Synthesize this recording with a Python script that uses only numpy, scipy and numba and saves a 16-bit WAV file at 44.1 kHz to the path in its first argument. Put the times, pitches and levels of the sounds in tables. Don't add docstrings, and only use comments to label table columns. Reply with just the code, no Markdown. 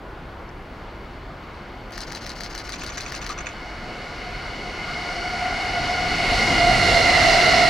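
import sys
import numpy as np
from scipy import signal
from scipy.io import wavfile
from numba import njit

SR = 44100
rng = np.random.default_rng(int(sys.argv[2]) if len(sys.argv) > 2 else 0)


def volts(x):
    e = np.asarray(x, float) / 20
    return 10 ** e


def wav_out(sig):
    wavfile.write(sys.argv[1], SR, np.round(np.clip(np.atleast_2d(sig).T, -1, 1) * 32767).astype(np.int16))


N = 339129
TIME = np.arange(N) / SR
SLOW = TIME[::32]
STRIKE = np.arange(1200) / SR


def full(slow):
    return np.interp(TIME, SLOW, slow)


def walk(rate):
    return np.interp(SLOW * rate, np.arange(4000), rng.standard_normal(4000))


def read(table, hz):
    table = np.array(table)
    return np.interp(np.log(hz), np.log(table[:, 0]), table[:, 1])


def crossfade(hz, edges_hz, values):
    return np.interp(np.log(hz), np.log(edges_hz), values)


@njit
def svf(x, hz, width):
    y, b, l = np.empty(len(x)), 0., 0.
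    g, k = np.tan(np.pi * hz / SR), width / hz
    for i in range(len(x)):
        v = (b + g * (x[i] - l)) / (1 + g * (g + k))
        b, l, y[i] = 2 * v - b, l + 2 * g * v, k * v
    return y


def band(x, hz, width):
    hz, width = float(hz), float(width)
    return svf(svf(x, hz, width), hz, width)


# time in seconds, nearness in dB below the level alongside,
# depth of the long ripples under it in dB, left minus right in dB.
APPROACH_PATH = [(0.0, -37, 16, 1), (0.9, -30, -7, 1), (1.8, -28, 1.5, 1), (2.7, -24.5, 1, 1.5),
                 (3.6, -20, -4.5, .5), (4.2, -17.5, -3.5, .4), (4.7, -15, -4.5, 0.5),
                 (5.1, -12.5, 2.5, 0.7), (5.5, -11, 5.5, 0.5), (6.0, -8, 3.5, 0.5), (6.35, -3.5, -5, -.3),
                 (6.55, -2.5, -1.5, -1), (6.7, -2.5, 6, -2.5), (6.9, -1, -2.5, -2.5),
                 (7.15, -0.1, -3, -2.6), (7.33, -0.8, 2, -2.5), (7.5, -0.5, 1, -2), (7.69, -1.5, 1, -3)]


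def approach():
    s, *columns = np.transpose(APPROACH_PATH)
    return [np.interp(SLOW, s, column) for column in columns]


def law(rule):
    return rule[0] + rule[1] * approach()[0]


def nose():
    peak_s, rise_s, fall_s = 6.7, 0.57, 0.32
    late = SLOW - peak_s
    return np.exp(-(late / np.where(late < 0, rise_s, fall_s)) ** 2)


# frequency in Hz, correlation of left and right from 0 to 1.
LIKENESS = [(30, .97), (110, 0.94), (250, 0.89), (700, 0.91), (1400, 0.82), (3000, 0.81), (5000, 0.95),
            (8000, 0.041), (11000, 0.28), (15000, 0.71)]


def side_gain(hz):
    alike = np.clip(read(LIKENESS, hz), 0, 1)
    return np.sqrt((1 - alike) / (1 + alike))


def bass_spread(share):
    far_db, opens_s, open_s = -20.5, 6.32, 0.14
    return full(volts(share * far_db / (1 + np.exp((SLOW - opens_s) / open_s))))


def add(x, s, db, ring_ms, chatter):
    i = int(s * SR)
    decay = np.exp(-STRIKE * 1000 * np.log(1000) / ring_ms)
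    rise = 1 - np.exp(-STRIKE / .0004)
    x[i:i + len(STRIKE)] += volts(db) * decay * rise * chatter


def body(x, modes):
    return sum(volts(db) * band(x, hz, 1.27 * width) for hz, width, db in modes)


def beside(x, pan_db, lag_ms, wet_db):
    tail = rng.standard_normal((2, len(STRIKE))) * np.exp(-STRIKE / 0.0067)
    wet = signal.fftconvolve(x[None], tail, axes=1)[:, :N]
    late = np.interp(TIME - lag_ms / 1000, TIME, x)
    direct = np.array([x * volts(pan_db / 2), late * volts(-pan_db / 2)])
    return direct + volts(wet_db) * wet


# frequency in Hz, width in Hz, level in dB.
MACHINE_HUM = (343, 2.4, -54.5)


def town_hum():
    hz, width, db = MACHINE_HUM
    hum = svf(rng.standard_normal(N), float(hz), float(width))
    return volts(db) * hum / np.std(hum)


def wind():
    puff, stray = (band(rng.standard_normal(N), 44, 33) for _ in range(2))
    difference = .13 * bass_spread(1) * stray * np.array([[1], [-1]])
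    gust_db = 2.5 * walk(7)
    level_db = law((-41, 0.18)) + 9 * nose() + gust_db
    return (puff + difference) / np.std(puff) * full(volts(level_db))


# frequency in Hz, density in dB per Hz.
TOWN_SPECTRUM = [(22, -3), (50, -4.5), (76, -10.5), (109, -8.5), (164, -13), (345, -14), (1190, -19.5),
                 (1610, -24), (3000, -33), (4800, -39.5), (5800, -126), (7000, -79), (11000, -54),
                 (15800, -61)]
# frequency in Hz, density in dB per Hz.
ROLLING_SPECTRUM = [(25, -2), (60, -5.5), (200, -7.5), (450, -10.5), (700, -16), (1000, -15.5),
                    (1700, -17.5), (2500, -16.5), (3300, -22.5), (4500, -12), (6000, -27.5), (9500, -35),
                    (11000, -76), (15800, -68)]


def roar():
    roll_db, hiss_db = law((-47.5, 0.78)), law((-49.5, 1.535))
    rumble_db = law((-52, 0.92)) + 4 * nose()
    pan_db = approach()[-1]
    centres = 25 * 2 ** (np.arange(29) / 3)
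    bandwidth_db = 10 * np.log10(centres)
    town = volts(read(TOWN_SPECTRUM, centres) + bandwidth_db)
    rolling = volts(read(ROLLING_SPECTRUM, centres) + bandwidth_db)
    town *= volts(-37) / np.linalg.norm(town)
    noise = rng.standard_normal((3, 2, N))
    out = np.zeros((2, N))
    for k, hz in enumerate(centres):
        mid, side = (band(x, hz, .36 * hz) for x in noise[k % 3])
        low = crossfade(hz, [300, 900], [1, 0])
        high = crossfade(hz, [1500, 8000], [0, 1])
        swell_db = low * rumble_db + high * hiss_db + (1 - low - high) * roll_db
        flicker = volts(1.5 * walk(9))
        size = np.hypot(town[k], rolling[k] * volts(swell_db)) * flicker / np.std(mid)
        side *= side_gain(hz) * bass_spread(crossfade(hz, [100, 700], [1, 0]))
        lean = volts((1 - low) * pan_db / 2)
        out[0] += full(size * lean) * (mid + side)
        out[1] += full(size / lean) * (mid - side)
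    return out


# start in seconds, level in dB, frequency in Hz, ring in ms.
BUMPS = [
    (.49, -52, 5600, 25),
    (.62, -58, 9600, 25),
    (1.3, -40, 1270, 200),
    (3.295, -30, 1190, 150),
    (3.32, -37, 1330, 110),
    (3.371, -35, 1250, 170),
    (3.40, -36, 1500, 60),
    (3.47, -38, 1880, 46),
]


def knocks():
    out = np.zeros(N)
    for s, db, hz, ring_ms in BUMPS:
        push = np.zeros(SR // 4)
        add(push, 0, db + 21, ring_ms, rng.standard_normal(len(STRIKE)))
        out[int(s * SR):][:len(push)] += body(push, [(hz, 0.13 * hz, 0)])
    return beside(out, 2.1, .05, -53)


DULL_FRAMES_DB = [-26, -26.5, -27.5, -23.5, -27, -26.5, -27, -27, -25.5, -25.5]
# start in seconds, peak level in dB.
DULL_PRESSES = [
    (2.653, -42),
    (3.5084, -41),
]
# lateness in ms, level in dB.
DULL_STRIKES = [
    (-8, -3),
    (0.5, 2.5),
    (5.5, -6),
    (20.5, -2.5),
    (27, -11),
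]
# frequency in Hz, width in Hz, level in dB.
DULL_MODES = [(1250, 140, -0.5), (1720, 520, 0), (2400, 450, -1.5), (2900, 1300, -17), (3500, 210, -6.5),
              (4870, 570, -31), (6070, 720, -5.5), (6470, 490, -12)]


def dull_camera():
    push = np.zeros(N)
    first_s, every_s, ring_ms = 2.7364, .08118, 12.4
    frames_s = first_s + every_s * np.arange(len(DULL_FRAMES_DB))
    for s, peak_db in [*zip(frames_s, DULL_FRAMES_DB), *DULL_PRESSES]:
        for late_ms, db in DULL_STRIKES:
            add(push, s + late_ms / 1000, peak_db + db, ring_ms, rng.standard_normal(len(STRIKE)))
    return beside(volts(14) * body(push, DULL_MODES), 2.5, 0.032, -22)


# ms from the slap, level in dB, brightness in dB, ring in ms.
SHARP_STRIKES = [(-41.5, -10, -3, 3.5), (-21, -5.5, -4, 3.5), (-15, -4, -8, 3.9), (-17, -10, -4, 3.5),
                 (-4, -5, -4, 2.9), (0.56, 3, 2, 5.04), (9.5, -7, 4, 4.1), (30, -29, 12, 2.5),
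                 (28.5, 1, 2, 3.4), (38.5, -9, 4, 5), (47.5, -8, -9, 4.6), (53.5, -6, -5, 5.4),
                 (56.5, -10, -8, 5.5)]
# ms from the slap, level in dB, ring in ms.
MIRROR_STRIKES = [
    (29.3, -7.5, 17),
    (37.4, -8, 16),
]
# ms from the slap, level in dB.
GEAR_RATTLE = [(-67, -50), (-50, -23), (-27, -23), (-2, -38), (-3, -19.5), (26, -27), (37.5, -19.5),
               (73, -26.5), (83, -57)]
# start in seconds, peak level in dB.
SHARP_START = [
    (1.9071, -37),
    (1.921, -32),
]
# frequency in Hz, width in Hz, level in dB.
SHARP_MODES = [(1910, 860, -4), (2700, 1470, -8), (4300, 420, -2.5), (4676, 620, 2), (5330, 400, 0)]
# frequency in Hz, width in Hz, level in dB.
METAL_MODES = [(5860, 710, -4), (8070, 3400, -15.5), (10440, 6300, -21), (12700, 4700, -24),
               (14900, 5200, -22)]
# frequency in Hz, width in Hz, level in dB.
MIRROR_MODES = [(4060, 340, 1), (8800, 1040, -14.5)]


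def sharp_camera():
    push, edge, mirror, rattle = np.zeros((4, N))
    first_s, every_s, frames, peak_db = 1.9777, .14292, 10, -20.7
    rattle_ms, rattle_db = np.transpose(GEAR_RATTLE)
    habit = rng.standard_normal((len(SHARP_STRIKES), len(STRIKE)))
    habit[:, 14] += 5.9
    for s in first_s + every_s * np.arange(frames):
        for (late_ms, db, bright_db, ring_ms), chatter in zip(SHARP_STRIKES, habit):
            at = s + late_ms * (1 + .02 * rng.standard_normal()) / 1000
            chatter = chatter + .5 * rng.standard_normal(len(STRIKE))
            add(push, at, peak_db + db, ring_ms, chatter)
            add(edge, at, peak_db + db + bright_db, ring_ms, chatter)
        for (late_ms, db, ring_ms), chatter in zip(MIRROR_STRIKES, habit):
            chatter = chatter + .9 * rng.standard_normal(len(STRIKE))
            add(mirror, s + late_ms / 1000, peak_db + db, ring_ms, chatter)
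        start_s = max(s - .09, SHARP_START[1][0])
        near = slice(int(start_s * SR), int((s + .09) * SR))
        rattle[near] += volts(peak_db + np.interp((TIME[near] - s) * 1000, rattle_ms, rattle_db, -99, -99))
    for s, start_db in SHARP_START:
        add(push, s, start_db, 5, habit[0])
        add(edge, s, start_db + 8, 5, habit[0])
    rattle *= full(volts(2.1 * walk(400))) * rng.standard_normal(N)
    sound = body(push + rattle, SHARP_MODES) + body(edge + rattle, METAL_MODES) + body(mirror, MIRROR_MODES)
    return beside(volts(13) * sound, 5.6, 0.025, -30.5)


@njit
def add_unsteady(out, hz, left, right, chance, step, scatter):
    turn, spin = 1 + 0j, 1 + 0j
    for i in range(out.shape[1]):
        if i % 32 == 0:
            turn, spin = turn / abs(turn), np.exp(2j * np.pi * hz[i // 32] / SR)
        turn *= spin
        k = int(i * step)
        u = i * step - k
        direct = ((chance[k, 0] + u * (chance[k + 1, 0] - chance[k, 0])) * turn).real
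        side = scatter * ((chance[k, 1] + u * (chance[k + 1, 1] - chance[k, 1])) * turn).real
        out[0, i] += left[i // 32] * (direct + side)
        out[1, i] += right[i // 32] * (direct - side)


BOGIES = [3, 17, 23, 37, 43]
# multiple of the ripple rate, width in Hz, level in dB.
RIPPLE_ORDERS = [
    [(1, 37.92, -1), (1.02, 150.5, -1.5)],
    [(2.01, 59.83, -0.5), (2.04, 199.1, -5)],
    [(2.8, 129.9, -7), (3.0, 199.8, 0), (3.12, 149.9, -5.5)],
    [(4.1, 210, -2), (5.1, 298.4, -17), (6.2, 330.2, -3), (7.0, 423, -10), (8.0, 177.4, -19)],
]
# dB alongside, dB per dB of nearness, dB per dB of ripple depth.
ORDER_LAWS = [
    (-20, 1.24, 0.6),
    (-28, 0.87, 0.5),
    (-20.5, 1.17, 0.15),
    (-24, 1.2, 0.13),
]


def rail_song():
    ripple_hz, speed, level_s, aside_m = 686.1, 14, 6.72, 9
    along = speed * (SLOW - level_s) - np.array(BOGIES)[:, None]
    far = np.hypot(along, aside_m)
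    bearing = along / far
    share = far ** -1.3
    share = share / np.linalg.norm(share, axis=0)
    heard_hz = ripple_hz / (1 + speed * bearing / 343)
    _, depth_db, pan_db = approach()
    lean_db = pan_db - 8.4 * (bearing - np.sum(share ** 2 * bearing, axis=0))
    out = np.zeros((2, N))
    for rule, orders in zip(ORDER_LAWS, RIPPLE_ORDERS):
        group_db = law(rule) + rule[2] * depth_db
        for multiple, width, db in orders:
            scatter = 0.81 * side_gain(multiple * ripple_hz)
            step = np.clip(width, 10, 700) / SR
            for hz, part, lean in zip(heard_hz, share, lean_db):
                chance = rng.standard_normal((6000, 4)).view(np.complex128)
                left = part * volts(group_db + db + lean / 2)
                right = part * volts(group_db + db - lean / 2)
                add_unsteady(out, multiple * hz, left, right, chance, step, scatter)
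    return out


def scene():
    background = town_hum() + wind() + roar()
    platform = knocks() + dull_camera() + sharp_camera()
    return background + platform + rail_song()


def band_limit(x):
    return signal.sosfilt(signal.butter(12, 15990, fs=SR, output="sos"), x)


def record(dry):
    low_pass = signal.ellip(8, .2, 60, 15800, fs=SR, output="sos")
    finished = signal.sosfilt(low_pass, dry)
    return band_limit(finished)


dry = scene()
out = record(dry)
wav_out(out)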